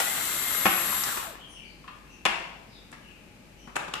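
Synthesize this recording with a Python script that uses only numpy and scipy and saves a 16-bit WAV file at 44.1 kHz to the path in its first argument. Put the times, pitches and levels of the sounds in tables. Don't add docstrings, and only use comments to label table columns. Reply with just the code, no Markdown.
import sys
import numpy as np
from scipy import signal
from scipy.fft import rfft, irfft
from scipy.io import wavfile

SR = 44100
rng = np.random.default_rng(int(sys.argv[2]) if len(sys.argv) > 2 else 0)


def to_wav(s):
    ch = np.atleast_2d(s).T
    pcm = np.round(np.clip(ch, -1, 1) * 32767)
    wavfile.write(sys.argv[1], SR, pcm.astype(np.int16))


N = 176400

# f/Hz, t60/s
ROOM_DECAY = [(150, 0.56), (500, 1), (1200, 0.74), (2600, 0.74), (5000, 0.69), (12000, 0.41)]
# f/Hz, level/dB
WALL_EQ = [(30, 0), (3000, 0.5), (5000, -1.5), (8000, -6), (14000, -1)]
# f/Hz, level/dB
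AIR_EQ = [(15, 4), (25, -9.5), (189, -1.5), (305, -5.5), (466, -12), (577, -11.5), (772, -17.5), (837, -10),
          (956, -20), (1030, -19.5), (2070, -18), (2360, -13.5), (3080, -21.5), (3340, -25.5), (14400, -35)]
# t/s, length/s, start f/Hz, end f/Hz, relative level/dB
CHIRPS = [(1.382, 0.071, 3037, 3143, -54.5), (1.472, .07, 9700, 8700, -59), (1.476, 0.095, 6080, 5620, -64),
          (1.54, 0.0395, 3234, 2640, -51), (1.573, 0.123, 2417, 2320, -60.5),
          (1.63, 0.098, 4700, 4390, -65.5), (2.054, 0.13, 2650, 2680, -62.5),
          (2.093, 0.057, 5930, 6010, -65.5), (2.675, 0.093, 5110, 4760, -65.5),
          (2.707, 0.087, 3920, 3480, -62.5), (2.995, 0.16, 3033, 2390, -62),
          (3.574, 0.071, 6080, 5560, -66.5), (3.558, 0.086, 2970, 3030, -65.5)]

# t/s, level/dB, decay/s
SCUFFS = [(.925, -29.5, 0.018), (1.167, -35, 0.025), (1.84, -48, .012), (1.878, -37.5, 0.014)]
# f/Hz, width/Hz, level/dB
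SCUFF_BANDS = [(1070, 120, 0), (1240, 150, -9), (1700, 190, -15), (2500, 770, -19)]
# f/Hz, level/dB
SCUFF_EQ = [(300, -11), (1000, 0), (2800, 0), (6000, -13), (14000, -18)]
# t/s, level/dB, tilt/(dB/octave), decay/s, ring f/Hz, relative ring level/dB
CLICKS = [(.001, -24, 2.5, 0.011, 800, -1.5), (1.037, -33.5, 7.5, .004, 5400, -2),
          (1.065, -46, 3, 0.0034, 1400, -9), (1.172, -32.5, 0, 0.0085, 356, -5.5),
          (1.354, -45.5, -2.5, 0.0034, 1075, -23), (2.2525, -31, 3, 0.0036, 2800, -9),
          (2.917, -55.5, 2.5, 0.0027, 8000, -3), (2.927, -42.5, -2.5, 0.015, 1630, -5.5),
          (3.673, -42, -5.5, 0.025, 1030, -12), (3.7562, -38, 0, 0.004, 2300, -12),
          (3.7586, -31.5, -2, 0.0051, 2220, -5), (3.7648, -28.5, -1, 0.0027, 7240, -7.5),
          (3.7662, -30.5, -2.5, 0.0024, 570, -3), (3.808, -46, -8.5, 0.0034, 1110, -7),
          (3.881, -39.5, -6.5, 0.0078, 2500, -3), (3.9359, -40, -2, .003, 3200, -21),
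          (3.938, -32.5, 0.5, 0.0039, 2690, 0.5), (3.953, -40.5, -4.5, .015, 1318, 5)]
# f/Hz, level/dB
PLASTIC_EQ = [(120, -12.5), (300, -1), (600, -0.5), (1200, 8.5), (1800, 1), (2500, 2.5), (4000, -12),
              (8000, -10), (14000, -26.5)]

# t/s, thud level/dB, table level/dB, glass level/dB, tilt/(dB/octave), pan/dB
KNOCKS = [(0.6561, -15.5, -18.5, -31, -1.3, 1), (2.254, -18, -23.5, -24.5, .5, 2.5)]
# f/Hz, level/dB
WOOD_EQ = [(100, -21), (190, 5), (265, -10), (350, -1.5), (520, -5.5), (750, 2.5), (1200, 5), (1700, 3),
           (2700, 2), (4000, -12.5), (7000, -16), (11000, -17.5), (14000, -54)]
# f/Hz, level/dB, t60/s
TABLE_MODES = [(208, -0.5, 0.14), (337.2, -0.5, 0.21), (381, -1.5, 0.084), (520.6, 3, 0.098),
               (663, -6, 0.053), (787, 6, 0.072), (857, -8.5, 0.38), (1083, 3, 0.2), (1275, 2, 0.056),
               (1390, -21, 0.053), (1757, -2.5, 0.22), (1835, -2.5, 0.17), (2150, -0.5, .1)]
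# f/Hz, level/dB, t60/s
BOTTLE_MODES = [(2321, -9, 0.3), (2497, 0, 0.13), (2500, -24, 0.13), (2826, 5, 0.053), (3000, 5, .08),
                (3410, 3, 0.083)]

# t/s, speed/(turns/s)
ROTOR_SPEED = [(0, 155), (.05, 148), (.12, 161.2), (.27, 160), (.4, 162.4), (.6, 162.7), (1.03, 161.7)]
# f/Hz, level/dB
BRUSH_EQ = [(1500, -18), (2500, -8.5), (3300, -8.5), (3850, -6.5), (4500, -9.5), (5300, -15.5), (5700, -8),
            (6200, -10), (6800, -9.5), (7450, 0.5), (8100, -4), (9100, -8), (9650, -3), (10100, -7),
            (10900, -5.5), (11550, -8), (12100, -1), (13000, -4), (13600, -2), (14400, -12)]
# f/Hz, level/dB
GEAR_EQ = [(60, -14), (120, -6), (200, -4), (260, -7), (540, -8), (800, -7), (1200, -0.5), (2000, -2),
           (2450, -9.5), (3400, -10)]
# f/Hz, width/Hz, level/dB
DRONE_BANDS = [(195, 50, -25), (332, 68, -19), (850, 50, 13), (1134, 83, 18)]
# multiple of rotor speed, level/dB
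ROTOR_ORDERS = [(2, -59), (4, -61.5), (13, -43), (84, -53)]
# t/s, f/Hz, level/dB
COAST_WHINE = [(1.04, 2050, -48.5), (1.085, 1646, -33), (1.15, 1220, -41), (1.21, 1020, -42),
               (1.25, 721.5, -49), (1.305, 623, -45.5), (1.35, 344, -59), (1.421, 100, -88)]
# t/s, f/Hz
SQUEAL_PITCH = [(0, 10950), (.18, 11550), (.4, 11640), (.6, 11646), (.68, 11680), (.95, 11676),
                (1.02, 11708)]
# t/s, level/dB
SQUEAL_ENVELOPE = [(0, -45), (.08, -45.5), (.18, -61), (.35, -41.5), (.48, -38.5), (.59, -34.5),
                   (.68, -37.5), (.82, -36.5), (1.02, -39), (1.08, -59), (1.2, -95)]
# offset in multiples of the ball rate, level/dB
SQUEAL_BANDS = [(-2, -22), (-1, -2), (0, -8), (1, -6), (2, -20)]

# f/Hz, level/dB
RIGHT_MIC_EQ = [(20, 1), (1500, -2.5), (2400, -4.5), (3600, 2), (6300, 1), (7500, 2.5), (8400, -0.5),
                (9300, 2.5), (10700, -13.5), (11600, 2.5), (12700, -14), (13600, -2), (14400, -9)]

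LAID_S, OFF_S, COAST_S = KNOCKS[0][0], 1.063, 0.3


def undb(db):
    return 10 ** (np.asarray(db) / 20)


def unit(x):
    return x / np.sqrt(np.mean(x ** 2))


def unit_hit(x):
    return x / np.sqrt(np.sum(x ** 2, axis=-1, keepdims=True) / (SR * .01))


def pan(db):
    return undb(np.array([[db], [-db]]) / 2)


def curve(t, points):
    return np.interp(t, *np.array(points).T)


def noise(channels=2):
    return rng.standard_normal((channels, N))


def wide_noise():
    mid, side = noise()
    side = 0.79 * signal.sosfilt(signal.butter(1, 800, "high", fs=SR, output="sos"), side) + 0.21 * side
    return np.array([mid + side, mid - side]) / np.sqrt(2)


def wobble(hz):
    return unit(signal.sosfilt(signal.butter(2, hz, fs=SR, output="sos"), noise(channels=1)[0]))


def eq(x, points, tilt_db=0):
    hz, db = np.array(points, float).T
    octaves = np.log2(np.maximum(np.fft.rfftfreq(2 * N, 1 / SR), 1) / 1000)
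    knots = np.log2(hz / 1000)
    outside = np.clip(np.maximum(knots[0] - octaves, octaves - knots[-1]), 0, 2)
    gain = undb(np.interp(octaves, knots, db) + tilt_db * octaves - 24 * outside)
    cepstrum = irfft(np.log(gain))
    cepstrum[1:N] *= 2
    cepstrum[N + 1:] = 0
    return irfft(rfft(x, 2 * N) * np.exp(rfft(cepstrum)))[..., :N]


def resonate(x, bands):
    return sum(undb(db) * signal.lfilter(*signal.iirpeak(hz, hz / width, fs=SR), x)
               for hz, width, db in bands)


def ring(modes, t):
    out = 0
    for hz, db, t60 in modes:
        cycles = hz * t + rng.random() + rng.random((2, 1)) / 4
        out += undb(db - 60 * t / t60) * np.sin(2 * np.pi * cycles)
    return unit_hit(out)


def add(out, start, x):
    i = int(max(start, 0) * SR)
    x = x[:, :N - i]
    out[:, i:i + x.shape[1]] += x


def room(x, wet_db):
    t, hz = np.arange(SR) / SR, np.fft.rfftfreq(SR, 1 / SR)
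    spectrum = rfft(wide_noise()[:, :SR])
    centres, t60s = np.array(ROOM_DECAY).T
    tail = sum(irfft(spectrum * np.interp(hz, centres, band)) * undb(-60 * t / t60)
               for band, t60 in zip(np.eye(len(centres)), t60s))
    tail = unit(tail * (1 - np.exp(-t / 0.0022))) / np.sqrt(SR)
    return x + undb(wet_db) * eq(signal.fftconvolve(x, tail, axes=1)[:, :N], WALL_EQ)


def room_tone(t, hum_hz=49.5):
    air = unit(eq(wide_noise(), AIR_EQ)) * undb(-52 + 0.25 * wobble(12))
    hum = undb(-57) * (1 + 0.14 * wobble(3.5)) * np.sin(2 * np.pi * hum_hz * t)
    return (air + hum) * pan(1.96)


def chirps(t):
    out, rasp = np.zeros((2, N)), 1 + 0.0468 * wobble(347)
    for start, length, from_hz, to_hz, db in CHIRPS:
        progress = t[:int(length * SR)] / length
        hz = (from_hz + (to_hz - from_hz) * progress) * rasp[int(start * SR):][:len(progress)]
        envelope = np.sin(np.pi * progress) ** .5 * undb(db)
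        add(out, start, envelope * np.sin(2 * np.pi * np.cumsum(hz) / SR) * pan(6))
    return room(out, wet_db=18.2) * undb(-8)


def burst(t, decay):
    return wide_noise() * np.exp(-np.minimum(t / decay, 20))


def scuffs(t):
    out = np.zeros((2, N))
    for start, db, decay in SCUFFS:
        rub = resonate(burst(t, decay), SCUFF_BANDS)
        add(out, start, unit_hit(eq(rub, SCUFF_EQ)) * undb(db))
    return out


def clicks(t, ring_q=5.1):
    out = np.zeros((2, N))
    for start, db, tilt_db, decay, ring_hz, ring_db in CLICKS:
        touch = burst(t, decay)
        snap = unit_hit(eq(touch, PLASTIC_EQ, tilt_db))
        ping = unit_hit(resonate(touch, [(ring_hz, ring_hz / ring_q, 0)]))
        add(out, start, undb(db) * (snap + undb(ring_db) * ping))
    return out


def knocks(t, hold_s=0.012, fall_s=0.0018):
    thuds, rings, ring_t = np.zeros((2, N)), np.zeros((2, N)), t[:SR // 2]
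    crack = undb(-12) * unit_hit(1. * (t == 0))
    for start, thud_db, table_db, glass_db, tilt_db, pan_db in KNOCKS:
        chatter = unit_hit(wide_noise() * np.exp(-np.maximum(t - hold_s, 0) / fall_s))
        thud = undb(thud_db) * unit_hit(eq(chatter + crack, WOOD_EQ, tilt_db))
        table = undb(table_db) * ring(TABLE_MODES, ring_t)
        glass = undb(glass_db) * ring(BOTTLE_MODES, ring_t) * pan(4.4)
        add(thuds, start, thud * pan(pan_db))
        add(rings, start, (table + glass) * pan(pan_db))
    return room(thuds, wet_db=0) + room(rings, wet_db=-7)


def brush_hiss(angle, spin, laid):
    throb = 0.12 * np.cos(angle / 2) ** 8
    contact = np.exp(throb + 0.16 * wobble(1700) + 0.043 * wobble(46))
    return unit(eq(noise() * contact, BRUSH_EQ)) * spin ** 0.97 * undb(-30.5 - 0.5 * laid)


def gear_rattle(spin, laid):
    rattle = wide_noise() * np.exp(.35 * wobble(450) + .15 * wobble(22)) * spin
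    gears = unit(eq(rattle, GEAR_EQ)) * undb(-36.5)
    drone = unit(resonate(rattle, DRONE_BANDS)) * undb(-48) * laid
    return (gears + drone) * np.sqrt(np.mean(spin))


def rotor_tones(angle, spin, laid):
    tones = sum(undb(db) * np.sqrt(2) * (1 + .5 * wobble(18)) * np.sin(order * angle)
                for order, db in ROTOR_ORDERS)
    return tones * spin * undb(-9.5 * laid)


def gear_whine(t, spin):
    times, hz, db = np.array(COAST_WHINE).T
    pitch = np.interp(t, times, hz) * (1 + .06 * wobble(203))
    envelope = undb(np.interp(t, times, db)) * (1 + .6 * wobble(51)) * (spin > 0)
    return envelope * np.sin(2 * np.pi * np.cumsum(pitch) / SR)


def bearing_squeal(t, spin, ball_hz=100):
    cycles = np.cumsum(curve(t, SQUEAL_PITCH) * (1 + 0.00037 * wobble(40))) / SR
    squeal = 0
    for offset, db in SQUEAL_BANDS:
        gain = undb(db) * (1 + 0.21 * wobble(15))
        squeal += gain * np.sin(2 * np.pi * (cycles + offset * ball_hz * t + rng.random()))
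    return squeal * undb(curve(t, SQUEAL_ENVELOPE)) * spin


def capping_tool(t):
    spin = np.clip(1 - (t - OFF_S) / COAST_S, 0, 1) ** 1.15
    speed = curve(t, ROTOR_SPEED) * spin * (1 + 0.003 * wobble(13))
    angle = 2 * np.pi * np.cumsum(speed) / SR
    laid = np.clip((t - LAID_S) / 0.014, 0, 1)
    hiss = brush_hiss(angle, spin, laid) * pan(4.5)
    rattle = gear_rattle(spin, laid) * pan(2)
    tones = rotor_tones(angle, spin, laid) * pan(2)
    whine = gear_whine(t, spin) * pan(2)
    squeal = bearing_squeal(t, spin) * pan(22)
    return room(hiss + rattle + whine, wet_db=-7.5) + tones + squeal


def scene():
    t = np.arange(N) / SR
    foreground = capping_tool(t) + knocks(t)
    handling = room((scuffs(t) + clicks(t)) * pan(2), wet_db=-1.5)
    return foreground + handling + chirps(t) + room_tone(t)


def record(dry):
    mics = np.array([dry[0], eq(dry[1], RIGHT_MIC_EQ)])
    return signal.sosfilt(signal.ellip(10, .2, 80, 14650, fs=SR, output="sos"), mics)


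dry = scene()
out = record(dry)
to_wav(out)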